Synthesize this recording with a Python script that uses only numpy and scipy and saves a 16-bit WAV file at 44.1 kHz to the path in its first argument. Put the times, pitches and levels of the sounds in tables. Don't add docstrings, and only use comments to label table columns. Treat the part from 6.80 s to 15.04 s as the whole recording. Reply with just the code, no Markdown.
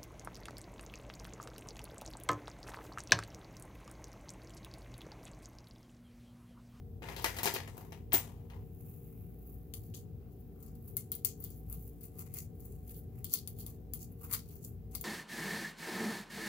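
import sys
import numpy as np
from scipy import signal
from scipy.fft import rfft, irfft
from scipy.io import wavfile
from scipy.ndimage import uniform_filter1d

SR = 44100
rng = np.random.default_rng(int(sys.argv[2]) if len(sys.argv) > 2 else 0)


def unload_audio(sound):
    columns = np.transpose(np.atleast_2d(sound))
    steps = np.round(np.clip(columns, -1, 1) * 32767)
    wavfile.write(sys.argv[1], SR, steps.astype(np.int16))


N = 363384
AFTER = np.arange(4000) / SR


def gain_of(db):
    return 10 ** (np.asarray(db) / 20)


def evened(x):
    return x / np.sqrt(np.mean(x ** 2) + 1e-20)


def read(points, hz):
    f, value = np.transpose(points)
    return np.interp(np.log(hz + 1), np.log(f + 1), value)


def lift_db(hz, per_octave):
    return -per_octave * np.log2(np.clip(hz, 3000, None) / 8000)


def unlike(a, b, same):
    return same * a + np.sqrt(1 - same ** 2) * b


# [f/Hz, level/dB]
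AIR = [(20, -35.5), (45, -17), (75, -9.5), (93, 1), (106, -6.5), (117, -4.5), (135, -12), (160, -6.5),
       (195, -16.5), (330, -24.5), (400, -17), (480, -25.5), (560, -34), (780, -36), (850, -44),
       (1500, -51), (8000, -62), (11000, -57), (15700, -44)]
# [f/Hz, likeness -1 to 1]
AIR_LIKENESS = [(60, 0.84), (240, 0.94), (950, 0.17), (3770, 0.05), (15000, 0.052)]
AIR_DB = -49


def room_tone():
    frames, hz = N // 1024 + 5, np.fft.rfftfreq(4096, 1 / SR)
    a, b, c, d, patches = rng.standard_normal((frames, len(hz), 5)).T
    patches = uniform_filter1d(patches, size=12, axis=0)
    patches = evened(uniform_filter1d(patches, size=6, axis=1))
    same = np.clip(read(AIR_LIKENESS, hz), -1, 1)[:, None]
    left = a + 1j * b
    z = np.array([left, unlike(left, c + 1j * d, same)])
    z *= gain_of(read(AIR, hz)[:, None] + 1.2 * patches)
    noise = signal.istft(z, nperseg=4096, noverlap=3072)[1][:, :N]
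    return gain_of(AIR_DB) * evened(noise)


# [f/Hz, level/dB]
MOTOR_LINES = [(57.8, -56), (231.2, -64), (289, -68), (462.5, -68.5), (749, -78.5)]
# [f/Hz, t/s of a peak, depth 0-1]
BEAT = (0.892, 1.51, 0.58)


def hum():
    t, lines = np.arange(N) / SR, []
    steps = np.linspace(0, t[-1], num=90)
    for hz, db in MOTOR_LINES:
        swell, drift = (np.interp(t, steps, v) for v in rng.standard_normal((2, len(steps))))
        size = np.sqrt(2) * gain_of(db + 2.5 * swell)
        lines.append(size * np.sin(2 * np.pi * hz * t + 0.0037 * hz * drift))
    beat_hz, peak_s, depth = BEAT
    throb = lines[0] * depth * np.cos(2 * np.pi * beat_hz * (t - peak_s))
    return sum(lines) + throb


def burst(spectrum, lift, contact_ms):
    hz = np.fft.rfftfreq(len(AFTER), 1 / SR)
    colour = gain_of(read(spectrum, hz) + lift_db(hz, lift))
    noise = irfft(rfft(rng.standard_normal(len(AFTER))) * colour)
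    return evened(noise) * np.exp(-AFTER * 1000 / np.clip(contact_ms, .3, 40)) / 2


def ring(modes, lift, scatter_db, spread):
    f, db, t60 = np.tile(np.transpose(modes), 3)[:, :, None]
    spot, detune, phase = rng.standard_normal((3, len(f), 1))
    size = gain_of(db + lift_db(f, lift) + scatter_db * spot - 60 * AFTER / t60)
    waves = np.sin(2 * np.pi * (f * (1 + spread * detune) * AFTER + phase))
    return (size * waves).sum(0) / np.linalg.norm(size[:, 0])


RISE_S = .00013


def place(sounds, pan_db, lag):
    out = np.zeros((2, N + 8000))
    onset = 1 - np.exp(-AFTER / RISE_S)
    for s, db, sound in sounds:
        for ear, sign in enumerate((1, -1)):
            at = round(s * SR) + ear * lag
            out[ear, at:at + len(sound)] += gain_of(db + sign * pan_db / 2) * sound * onset
    return out[:, :N]


def rub(strokes, spectrum, body, per_s, spread_db, pan_db, same):
    clumps = gain_of(3 * evened(uniform_filter1d(rng.standard_normal(N), size=200)))
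    slip_size = gain_of(spread_db * np.minimum(rng.exponential(1, (2, N)), 5))
    slips = slip_size * (rng.random((2, N)) < per_s / SR)
    slips = evened(slips * clumps * rng.standard_normal((2, N)))
    ports = [slips[0], unlike(slips[0], slips[1], np.clip(same, 0, 1))]
    hz, t, z = signal.stft(ports, SR, nperseg=256, noverlap=192)

    s, rise_ms, fall_ms, db, lift, body_db, part_hz = np.transpose(strokes)[:, :, None]
    rise_ms, fall_ms = np.maximum(rise_ms, 2), np.maximum(fall_ms, 2)
    away = 1000 * np.where(t < s, (s - t) / rise_ms, (t - s) / fall_ms)
    power = gain_of(db - 9.04 * away ** 0.83).T ** 2

    part_db = 7.7 * np.exp(-(np.log((hz + 1) / part_hz) / 0.35) ** 2)
    colour = gain_of(read(spectrum, hz) + lift_db(hz, lift) + part_db)
    colour /= np.sqrt(np.mean(colour ** 2, axis=1, keepdims=True))

    f, mode_db, _ = np.transpose(body)
    spot = gain_of(mode_db + 3 * rng.standard_normal((len(s), len(f))))
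    resonances = 1 / (1 + ((hz - f[:, None]) / 140.0) ** 2)
    shake = spot @ resonances * gain_of(part_db)
    colour += gain_of(body_db) * shake / np.sqrt(np.mean(shake ** 2, axis=1, keepdims=True))

    size = np.sqrt(power @ colour ** 2).T
    rubbed = signal.istft(z * size, SR, nperseg=256, noverlap=192)[1][:, :N]
    return rubbed * gain_of([[pan_db / 2], [-pan_db / 2]])


SKID_S, SKID_RISE_MS = .004, 2

# [t/s, level/dB, bass lift/dB per octave, contact/ms, slide's 9 dB fall/ms, slide's pitch f/Hz]
KNOCKS = [(0.2208, -38.5, 24, 4.1, 48, 2040), (0.238, -37.5, 21, 2.9, 67, 1470),
          (0.2871, -34, 9, 2.8, 73, 2080), (0.364, -32, 4, 3.6, 55, 3950), (0.422, -34, -8, 5.2, 26, 4000),
          (0.4434, -16.5, 3, 4.1, 36, 1810), (0.5665, -35, 0.5, 13, 18, 2000),
          (0.5858, -30, 2, 11, 61, 2010), (0.632, -19.5, -3.5, 4.4, 32, 7050),
          (0.6567, -15, -3.5, 2.5, 16, 4640), (0.6728, -21.5, 13, 5, 28, 910),
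          (0.739, -22, -10, 9, 26, 4200), (0.7588, -30, 35, 5.9, 37, 1950),
          (0.8744, -43.5, 16, 8.8, 61, 8800), (0.9691, -40.5, -7, 3.4, 66, 14300),
          (1.009, -51.5, 1, 2.7, 53, 1980), (1.1219, -38, 5, 2.5, 24, 2550),
          (1.3218, -23, 10.5, 0.93, 34.5, 880), (1.3402, -16.5, 0.5, 2.8, 26.5, 8880),
          (1.47, -50, -23, 3, 95, 2880), (1.7, -51, 6, 10, 50, 2660), (1.735, -52, 20, 4.5, 25, 1100),
          (1.764, -58, 24, 5, 18, 1090)]
# [t/s, level/dB]
CLINKS = [(1.3319, -21.5), (1.3399, -36.5), (1.3464, -28), (1.3684, -32.5)]
# [f/Hz, level/dB]
TABLE_COLOUR = [(200, -34.5), (300, -4.5), (1000, -16.5), (2000, -8.5), (4000, -14), (7000, -15),
                (9000, -20.5), (12000, -10), (15700, -14)]
# [f/Hz, level/dB, t60/s]
BOARD = [(287, -5.5, .05), (400, 4, 0.11), (590, -16.5, 0.013), (872, 15, 0.016)]
# [f/Hz, level/dB, t60/s]
TOOL = [(7920, -18, .06), (9300, -22, .1), (11580, -24, .1), (13030, -17, .08), (13750, -15, .07),
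        (14890, -11, .08), (15110, 0, .13), (15300, -9, .1)]
# [level/dB from the knock, bass lift/dB per octave, share of the knock's lift added]
SLIDE = (-17, 0.79, 0.14)
RUMBLE_DB, RUMBLE_FOLLOWS = -27, 0.51


def tools():
    knocks = []
    for s, db, lift, ms, *_ in KNOCKS:
        knock = burst(TABLE_COLOUR, lift, ms) + gain_of(-10.0) * ring(BOARD, 0, 9.5, 0.016)
        knocks.append((s, db, knock))
    clinks = [(s, db, ring(TOOL, 0, 1.6, 0.0049)) for s, db in CLINKS]

    s, knock_db, knock_lift, _, fall_ms, hz = np.transpose(KNOCKS)
    slide_db, lift, share = SLIDE
    db = knock_db + slide_db
    rumble_db = RUMBLE_DB + RUMBLE_FOLLOWS * db - db
    rows = np.transpose([s + SKID_S, SKID_RISE_MS + 0 * s, fall_ms, db, lift + share * knock_lift,
                         rumble_db, hz])
    slides = rub(rows, TABLE_COLOUR, BOARD, per_s=9000, spread_db=2.5, pan_db=6, same=.5)
    return place(knocks, 3.7, lag=9) + place(clinks, 14.0, lag=9) + slides


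# [t/s of the peak,
# length/ms between the points 9 dB down, level/dB, casing rumble/dB from the stroke, touched part f/Hz]
STROKES = [(2.115, 300, -53, -25.5, 2540), (2.4, 290, -61.5, -16, 13100), (2.7, 160, -55, -25, 13600),
           (3.051, 129, -56, -30, 4180), (3.155, 32, -63, -39, 3400), (3.44, 86, -91.5, 16.5, 1300),
           (3.615, 300, -69, -28, 14000), (3.85, 140, -61.5, -12.5, 1370), (3.965, 55, -68, -29, 14100),
           (4.088, 100, -54, -25, 14000), (4.64, 110, -52.5, -23, 1130), (4.72, 69, -64, -26, 2350),
           (4.78, 49, -54, -32, 14000), (4.931, 48, -47, -20, 13700), (5.015, 160, -54, -37, 2050),
           (5.08, 24, -51.5, -31, 14100), (5.248, 61, -56.5, -21, 8350), (5.401, 45, -46.5, -17, 1180),
           (5.465, 47, -66, -5.5, 2350), (5.573, 39, -40.5, -17.5, 2200), (5.589, 32, -39, -28, 6300),
           (5.615, 30, -50.5, -39, 7600), (5.83, 90, -60, -23, 14050), (5.899, 120, -56, -22, 7550),
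           (6.11, 76, -51, -24.5, 2140), (6.176, 46, -49.5, -39, 12800), (6.39, 73, -58.5, -14, 2180),
           (6.535, 23, -35.5, -30, 4800), (6.806, 31, -42, -33, 3700), (6.875, 72, -52, -20, 4420),
           (7.221, 33, -44, -32, 6100), (7.321, 134, -65, -21, 12240), (7.445, 44, -46, -13, 1210),
           (7.541, 26, -32, -8.5, 1400), (7.725, 120, -57, -20, 5360), (7.848, 26, -46, -34, 7300),
           (7.885, 47, -52.5, -26, 13100), (8.154, 16, -44, -11.5, 9790)]
# [t/s, level/dB, bass lift/dB per octave]
TICKS = [(2.9381, -26.5, 6.5), (3.14, -48, 23), (3.154, -46.5, 19), (3.169, -45, 3), (3.211, -46, -12),
         (3.507, -69.5, 8), (3.52, -50, -12), (3.596, -46, -13), (3.608, -43, -12), (3.804, -47.5, -1),
         (3.827, -34, -6), (3.8627, -38, -3.5), (3.953, -46.5, 2), (4.0801, -37.5, -2), (4.1683, -11, -4),
         (4.3182, -14.5, -5), (4.352, -21, -5), (4.4485, -5.5, -3), (4.603, -24.5, -25), (4.624, -35, -2),
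         (4.6406, -20, -7.5), (4.7037, -32.5, -4.5), (4.899, -26.5, -12), (4.9274, -27, -1.5),
         (4.9496, -42, -2), (5.2097, -33, -9), (5.233, -28, -14), (5.254, -29, -10), (5.386, -32, -8),
         (5.3928, -27.5, -3.5), (5.461, -42, -3.5), (5.54, -26, -3), (5.7853, -49, -16), (5.8045, -35, -7),
         (5.852, -29, -15), (6.079, -34, -5), (6.107, -42, -2), (6.144, -42, 3.5), (6.4443, -19.5, 0),
         (6.4966, -38, 7), (6.538, -8.5, -0.5), (6.675, -23, 2.5), (6.787, -30, -11), (6.8645, -26, 2),
         (6.9, -37, -6), (7.136, -17.5, -1.5), (7.504, -36, -1), (7.512, -28, 3), (7.517, -32, -9),
         (7.522, -27, -3), (7.527, -20, 1), (7.532, -15, 0), (7.537, -13, 2), (7.544, -29, 9.5),
         (7.6891, -36.5, -3), (7.756, -32, -12), (8.112, -43, -1), (8.13, -42, -5), (8.151, -23.5, 3.5),
         (8.1555, -20.5, -6), (8.183, -40, -8), (8.2118, -20.5, -3.5)]
# [f/Hz, level/dB]
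WIRE = [(900, -50), (2600, -38), (3100, -22), (3980, -23), (4470, -14), (5090, -20), (7180, -12),
        (8740, -17), (11300, -3), (12300, -8), (13400, 0), (14200, -4), (15200, 1), (15800, -3)]
# [f/Hz, level/dB, t60/s]
LINKS = [(3400, -26, .05), (4530, -22, .07), (6400, -22, .04), (7490, -18, .05), (9440, -17, .06),
         (11500, -10, .04), (13460, -4, .05), (14900, -4, .04), (15250, 0, .07)]
# [f/Hz, level/dB, t60/s]
CASING = [(1110, 13.5, 0.01), (1340, -1, 0.13), (1640, -13, 0.019), (2135, 5.5, 0.12), (2634, 8.5, 0.014)]
# [9 dB fall/ms, base level/dB, base bass lift/dB per octave, casing rumble/dB from the skid]
SKID = (22.5, -29, 4.5, -25.5)
SKID_FOLLOWS = .8
DULL_SKID_DB, DULL_SKID_LIFT = 0.79, 0.14
CONTACT_MS = .9
RISE_SHARE = 0.48
FIRM_MS, FIRM_LIFT_DB, SLOW_LIFT_DB = 39.4, -1.03, -2


def brush():
    ticks = []
    for s, db, lift in TICKS:
        contact = burst(WIRE, lift, CONTACT_MS)
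        links = gain_of(-17.5) * ring(LINKS, lift, 3, 0.015)
        housing = gain_of(-45.5) * ring(CASING, 0, 0.9, 0.054)
        ticks.append((s, db, contact + links + housing))

    fall_ms, skid_db, skid_lift, casing_db = SKID
    links_hz = rng.choice(np.transpose(LINKS)[0], len(TICKS))
    skids = []
    for (s, tick_db, lift), link_hz in zip(TICKS, links_hz):
        db = SKID_FOLLOWS * tick_db + skid_db + DULL_SKID_DB * lift
        skids.append((s + SKID_S, SKID_RISE_MS, fall_ms, db, skid_lift + DULL_SKID_LIFT * lift,
                      casing_db, link_hz))

    strokes = []
    for s, ms, db, rumble_db, hz in STROKES:
        lift = FIRM_LIFT_DB + SLOW_LIFT_DB * np.log2(ms / FIRM_MS)
        strokes.append((s, RISE_SHARE * ms, (1 - RISE_SHARE) * ms, db, lift, rumble_db, hz))
    scrapes = rub(strokes + skids, WIRE, CASING, per_s=6000., spread_db=2.1, pan_db=0.26, same=0.045)
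    return place(ticks, 12.5, lag=4) + scrapes


# [f/Hz, t60/s]
ROOM = [(300, 0.078), (2000, 0.16), (8000, 0.18), (15000, 0.091)]


def room(x):
    taps = np.zeros((2, SR // 2))
    at = np.arange(100, SR // 2 - 20, 20) + rng.integers(0, 20, (2, (SR // 2 - 101) // 20))
    np.put_along_axis(taps, at, rng.choice([-1., 1.], at.shape), 1)
    hz, t, z = signal.stft(taps, SR, nperseg=128)
    same = np.exp(-(hz[:, None] / 700) ** 2)
    z = np.array([z[0], unlike(z[0], z[1], same)])
    decay = gain_of(-60 * t / read(ROOM, hz)[:, None])
    tail = signal.istft(z * decay, SR, nperseg=128)[1]
    tail /= np.linalg.norm(tail[0])
    return signal.fftconvolve(x.mean(0)[None], tail, axes=1)[:, :N]


def scene():
    near, table = brush(), tools()
    wet = gain_of(-5) * near + gain_of(-2) * table
    return near + table + room(wet) + room_tone() + hum()


# [f/Hz, left-right level/dB]
LEAN = [(60, 0.5), (180, 4), (550, 4), (1650, 3), (5000, 4.5), (9000, 9), (15000, -3.5)]
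EDGE_HZ = 15800


def record(dry):
    lean = read(LEAN, np.fft.rfftfreq(N, 1 / SR)) / 2
    ports = irfft(rfft(dry) * gain_of([lean, -lean]), N)
    low_pass = signal.firwin(511, EDGE_HZ, window=("kaiser", 9), fs=SR)
    return signal.oaconvolve(ports, low_pass[None], "same")


dry = scene()
out = record(dry)
unload_audio(out)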